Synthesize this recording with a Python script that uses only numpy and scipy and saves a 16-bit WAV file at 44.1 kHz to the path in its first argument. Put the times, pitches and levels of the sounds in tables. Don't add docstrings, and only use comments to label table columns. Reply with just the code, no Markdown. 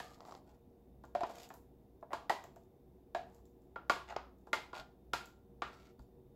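import sys
import numpy as np
from scipy import signal
from scipy.fft import rfft, irfft, next_fast_len
from scipy.io import wavfile

SR = 44100
rng = np.random.default_rng(int(sys.argv[2]) if len(sys.argv) > 2 else 0)


def to_wav(sig):
    pcm = np.clip(np.atleast_2d(sig), -1, 1) * 32767
    pcm = np.round(pcm).astype(np.int16)
    wavfile.write(sys.argv[1], SR, pcm.T)


N = 280035

# frequency in Hz, relative level in dB.
RIM_MODES = [(1400.5, 16), (1176, 8.5), (1470, -12), (1820, -12), (2280, -13)]


def knocks():
    # start in seconds, force in dB, place from 0 (deep on the wall) to 1 (rim), cushioning by
    # food in dB, click tilt in dB per octave, pitch of the struck spot in Hz.
    blows = [(0.001, -57, 0.49, -7.5, 4, 1760), (1.038, -61, 0.74, 9.5, 5, 1600),
             (1.1505, -46, 0.02, 6.5, 0.5, 1400), (1.2078, -50.5, 0, 4, 1, 1000),
             (1.2331, -44, 0.29, 9, -4.5, 1010), (1.298, -61, 0.38, -1, 5, 1020),
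             (1.5034, -60, 0.46, 0.5, -5, 1760), (1.540, -71, 0.5, 4, 17, 1140),
             (2.0259, -58.5, 0.27, 21.5, -8, 1050), (2.1321, -42, 0.68, 8, 2, 1150),
             (2.2965, -37.5, 0.49, 6, 3, 1920), (2.440, -65, 0.21, -5.5, -1.5, 1170),
             (2.561, -68, 0.17, 2, -4, 1197), (3.1487, -45, 0.15, 4.5, -0.5, 1670),
             (3.7597, -48.5, 0.98, 10, -9, 1420), (3.8975, -33.5, 1, 6, 0.5, 1130),
             (4.1625, -51.5, .76, -1.5, -7.5, 1266), (4.47, -64.5, 0.57, 10, 7, 1100),
             (4.531, -37.5, 1, 3.5, 1, 2094), (4.731, -51.5, 0.89, 6, -1, 970),
             (5.1346, -41.5, 0.86, -0.5, 2, 1386), (5.62, -44, 0.89, 0.5, -4, 1160),
             (5.993, -70.5, 0.75, 4, 8.5, 4690)]
    # place, then the gains of body, wall and rim in dB.
    responses = [(0, -0.5, 14.5, -22), (.5, 6.5, 0, -10.5), (1, -1.1, -8, 4)]
    # frequency in Hz,
    # relative level in dB.
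    wall_modes = [(680.2, -4), (726.4, -8.5), (595.7, -13.5), (880, -22.5)]
    spoon_modes = [(1635, 3), (1840, 0), (2165, -1), (2275, -3.5), (2480, -0.5), (2800, -11.5), (3300, 0),
                   (3810, -3.5), (4140, -6), (4700, -10.5), (5020, -2.5), (6680, -9), (7280, -11)]
    thud_spectrum = [(60, -22.5), (150, -13), (230, -3), (290, -4), (360, 2), (455, -2), (520, -1.5),
                     (620, -5), (900, -43), (2000, -60.5)]
    body_spectrum = [(300, -30.5), (550, -8.5), (750, 3), (950, 5.5), (1250, -9), (1600, -12), (2100, -27),
                     (3000, -37), (6000, -67)]
    click_spectrum = [(600, -14.5), (1300, 4.5), (2000, -0.5), (2800, 0), (4800, -5), (5800, -11.5),
                      (7400, -12), (8700, -22.5), (12000, -22), (15500, -33.5)]
    firm_db = -37
    out = np.zeros(N)
    places, *gains = np.transpose(responses)
    for start, force_db, place, cushion_db, tilt_db, spot_hz in blows:
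        body_db, wall_db, rim_db = (force_db + np.interp(place, places, db) for db in gains)
        thud_db = -14 + 0.74 * (force_db - firm_db)
        click_db = -6 + 1.298 * (force_db - firm_db) - cushion_db
        thud = amp(thud_db) * burst(thud_spectrum, early_db=-3, tail_db=-1.5, t60=0.027)
        body = amp(body_db + 30) * burst(body_spectrum, early_db=6.5, tail_db=-1, t60=0.063)
        add(out, start + 0.0012, thud + body)
        wall = ring(wall_modes, cycles=55, attack_s=0.0014, spread_db=2.5, tail_db=-10)
        rim = ring(RIM_MODES, cycles=85, attack_s=0.0008, spread_db=2, tail_db=-13)
        add(out, start, amp(wall_db + 30) * wall + amp(rim_db + 29) * rim)
        crack = burst(click_spectrum, early_db=1.5, tail_db=4.5, t60=0.05, tilt_db=tilt_db)
        spoon_ring = ring(spoon_modes, cycles=120, attack_s=0.0002, spread_db=2, tail_db=-5)
        spot = ring([(spot_hz, 0)], cycles=35, attack_s=0.0009, spread_db=0, tail_db=-6.5)
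        add(out, start, amp(click_db) * crack)
        add(out, start, amp(click_db - 4) * spoon_ring + amp(click_db + 3) * spot)
    return out


def scrapes():
    # start in seconds, length in seconds, share of the length at peak pressure, place from
    # 0 (wall) to 1 (rim), relative chatter and hiss levels in dB, hiss tilt in dB per octave.
    strokes = [(0, 0.17, 0.11, 0.26, -53.5, -66.5, 3.5), (0.169, 0.23, 0.58, 0, -53.5, -73, 4.5),
               (.44, .13, 0.46, 0.16, -62.5, -81.5, 4), (1.243, 0.24, 0.67, 0.038, -52, -63, 4),
               (2.105, 0.021, 0.87, 0, -36, -74, -6), (3.262, 0.16, 0.46, 0.013, -65, -88.5, 9),
               (4.072, 0.078, 0.56, 0.28, -44, -54, -4.5), (4.741, 0.075, 0.51, 0.34, -41.5, -49.5, -2),
               (5.647, 0.27, 0.26, 0.47, -59, -67.5, 0.5)]
    # frequency in Hz, relative level in dB.
    chatter_spectrum = [(200, -22.5), (500, -1.5), (700, 9), (1000, -0.5), (1400, -15), (1900, -11.5),
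                        (3000, -31), (6000, -44)]
    hiss_spectrum = [(800, -17), (2000, 9), (4500, 6), (6000, 0.5), (7700, 0.5), (9000, -13.5),
                     (12500, -8.5), (15500, -19)]
    out = np.zeros(N)
    for start, length_s, peak_share, place, chatter_db, hiss_db, tilt_db in strokes:
        drag = stick_slip(length_s, peak_share, slips_per_s=500, rub_gain=0.35)
        wall = amp(chatter_db - 7.5) * coloured(drag, chatter_spectrum)
        rim_response = ring(RIM_MODES, cycles=23, attack_s=0.0005, spread_db=4, tail_db=-19)
        rim = amp(chatter_db - 9) * signal.fftconvolve(drag, rim_response)[:len(drag)]
        chatter = np.sqrt(1 - place) * wall + np.sqrt(place) * rim
        grit = stick_slip(length_s, peak_share, slips_per_s=450, rub_gain=0.26)
        hiss = amp(hiss_db - 4) * coloured(grit, hiss_spectrum, tilt_db)
        room = kitchen(early_db=-1.5, tail_db=-7.5, early_t60=0.1)
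        add(out, start, signal.fftconvolve(chatter + hiss, room))
    return out


def stick_slip(length_s, peak_share, slips_per_s, rub_gain):
    size = max(int(length_s * SR), 64)
    slipping = rng.random(SR)[:size] < slips_per_s / SR
    pushes, rub = rng.standard_normal((2, SR))[:, :size]
    friction = unit(unit(slipping * pushes) + rub_gain * rub)
    pressure = np.interp(np.linspace(0, 1, size), [0, peak_share, 1], [0, 1, 0])
    return np.pad(friction * pressure ** 0.52, (0, 1024))


def creaks():
    # start in seconds, relative level in dB.
    snaps = [(0.206, -57), (0.252, -58.5), (0.293, -64), (0.311, -56.5), (0.323, -52.5), (0.351, -54.5),
             (1.2351, -44.5), (4.165, -39)]
    # frequency in Hz, relative level in dB.
    spectrum = [(300, -1.5), (700, 10), (1150, 3), (1700, -15), (2500, -17), (3000, -14.5), (5000, -11.5),
                (7000, -23), (9000, -42), (15000, -37.5)]
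    out = np.zeros(N)
    for start, db in snaps:
        add(out, start, amp(db + 29.5) * burst(spectrum, early_db=-1, tail_db=-7, t60=0.02))
    return out


def food_ticks(faint_count=12):
    # start in seconds, relative level in dB.
    clear_ticks = [(1.052, -50.5), (1.452, -49), (1.490, -40), (1.540, -46.5), (2.440, -39), (2.561, -48),
                   (3.347, -48.5), (3.455, -50.5), (5.257, -38.5), (6.022, -57)]
    # frequency in Hz, relative level in dB.
    spectrum = [(1500, -12.5), (3000, -7), (6000, 2), (7500, 7.5), (9000, -18.5), (12000, -0.5),
                (15500, -5)]
    faint_starts = rng.random(faint_count) * N / SR
    faint_db = rng.normal(-63.5, 2, faint_count)
    out = np.zeros(N)
    for start, db in [*clear_ticks, *zip(faint_starts, faint_db)]:
        add(out, start, amp(db + 4) * burst(spectrum, early_db=1, tail_db=1, t60=0.019))
    return out


def spoon_rebounds(t60=0.47):
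    # start in seconds, relative level in dB.
    rebounds = [(5.132, -57), (5.62, -60)]
    # frequency in Hz, relative level in dB.
    modes = [(1387, 1.6), (1450, -2.8)]
    out, t = np.zeros(N), np.arange(SR // 2) / SR
    tone = sum(amp(db - 60 * t / t60) * np.sin(2 * np.pi * hz * t) for hz, db in modes)
    for start, db in rebounds:
        add(out, start, amp(db + 3.5) * tone)
    return out


def tray_bumps():
    # start in seconds, relative level in dB.
    landings = [(3.53, -62.5), (3.896, -67), (4.789, -56), (5.995, -49.5), (6.251, -60.5)]
    modes = [(56, -4), (128, -7), (240, -8)]
    out = np.zeros(N)
    for start, db in landings:
        add(out, start, amp(db + 28.5) * ring(modes, cycles=14, attack_s=0.005, spread_db=0.5, tail_db=0))
    return out


def kitchen(early_db, tail_db, early_t60):
    # frequency in Hz, reverberation time in seconds.
    decay_times = [(150, 0.17), (700, 0.41), (1500, 0.33), (4000, 0.33), (7500, 0.31), (14000, .34)]
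    hz, t, noise = signal.stft(rng.standard_normal(SR // 2), SR, nperseg=256)
    decay = amp(-60 * t / along(decay_times, hz)[:, None])
    tail = signal.istft(noise * decay, SR, nperseg=256)[1]
    t = np.arange(len(tail)) / SR
    tail *= 1 - np.exp(-t / 0.0027)
    early = rng.standard_normal(len(t)) * amp(-60 * t / early_t60)
    response = amp(tail_db) * tail / np.linalg.norm(tail) + amp(early_db) * early / np.linalg.norm(early)
    response[0] += 1
    return response


def background(swell_db_per_s=0.38):
    # frequency in Hz, relative level in dB.
    spectrum = [(20, -14.5), (40, -5.5), (90, -3), (160, -9.5), (260, -3), (480, -15.5), (750, -15.5),
                (1300, -35), (2500, -40.5), (9000, -48), (12000, -41), (15500, -39.5)]
    # centre frequency in Hz, bandwidth in Hz, relative level in dB.
    resonances = [(60.7, 4.7, -71.5), (134.8, 4.7, -77), (195, 22, -77.5), (369.9, 38, -73.5),
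                  (471.7, 11, -75), (3640, 120, -102)]
    rumble = amp(-65) * unit(coloured(rng.standard_normal(N), spectrum))
    hz, t = np.fft.rfftfreq(N, 1 / SR), np.arange(N) / SR
    peaks = sum(amp(db) * unit(1 / (1 + (2 * (hz - centre) / width) ** 2))
                for centre, width, db in resonances)
    drone = irfft(rfft(rng.standard_normal(N)) * peaks, N)
    return rumble + amp(1.92 + swell_db_per_s * t) * drone


def ring(modes, cycles, attack_s, spread_db, tail_db):
    t = np.arange(SR // 8) / SR
    hz, db = np.transpose(modes)[:, :, None]
    detune, scatter, phase = rng.standard_normal((3, len(modes), 1))
    waves = np.sin(2 * np.pi * (hz * (1 + 0.006 * detune) * t + phase))
    envelopes = amp(db + spread_db * scatter - 60 * t * hz / cycles)
    sound = np.sum(envelopes * waves, 0) * (1 - np.exp(-t / attack_s))
    sound = signal.fftconvolve(sound, kitchen(early_db=-21, tail_db=tail_db, early_t60=0.035))
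    return sound / np.linalg.norm(sound)


def burst(spectrum, early_db, tail_db, t60, tilt_db=0):
    room = kitchen(early_db, tail_db, t60)
    return coloured(room, spectrum, tilt_db) / np.linalg.norm(coloured(room, spectrum))


def coloured(x, spectrum, tilt_db=0, size=2048):
    hz = np.fft.rfftfreq(size, 1 / SR)
    gain = unit(amp(along(spectrum, hz)))
    octaves = np.log2(np.maximum(hz, 1250) / 2500)
    cepstrum = irfft(np.log(gain * amp(tilt_db * octaves)))
    cepstrum[1:size // 2] *= 2
    cepstrum[size // 2 + 1:] = 0
    response = irfft(np.exp(rfft(cepstrum)))
    return signal.fftconvolve(x, response)[:len(x)]


def along(points, hz):
    frequencies, values = np.transpose(points)
    return np.interp(np.log(hz + 1), np.log(frequencies + 1), values)


def amp(db):
    return 10 ** (np.asarray(db) / 20)


def unit(x):
    return x / np.sqrt(np.mean(x ** 2) + 1e-20)


def add(track, start_s, sound):
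    first = round(start_s * SR)
    track[first:first + len(sound)] += sound[:N - first]


def scene():
    mix = knocks() + spoon_rebounds() + tray_bumps() + creaks() + food_ticks() + scrapes() + background()
    return mix[None]


def record(dry, cutoff_hz=15800):
    size = next_fast_len(N + SR // 2)
    passband = np.fft.rfftfreq(size, 1 / SR) < cutoff_hz
    return irfft(rfft(dry, size) * passband, size)[..., :N]


dry = scene()
out = record(dry)
to_wav(out)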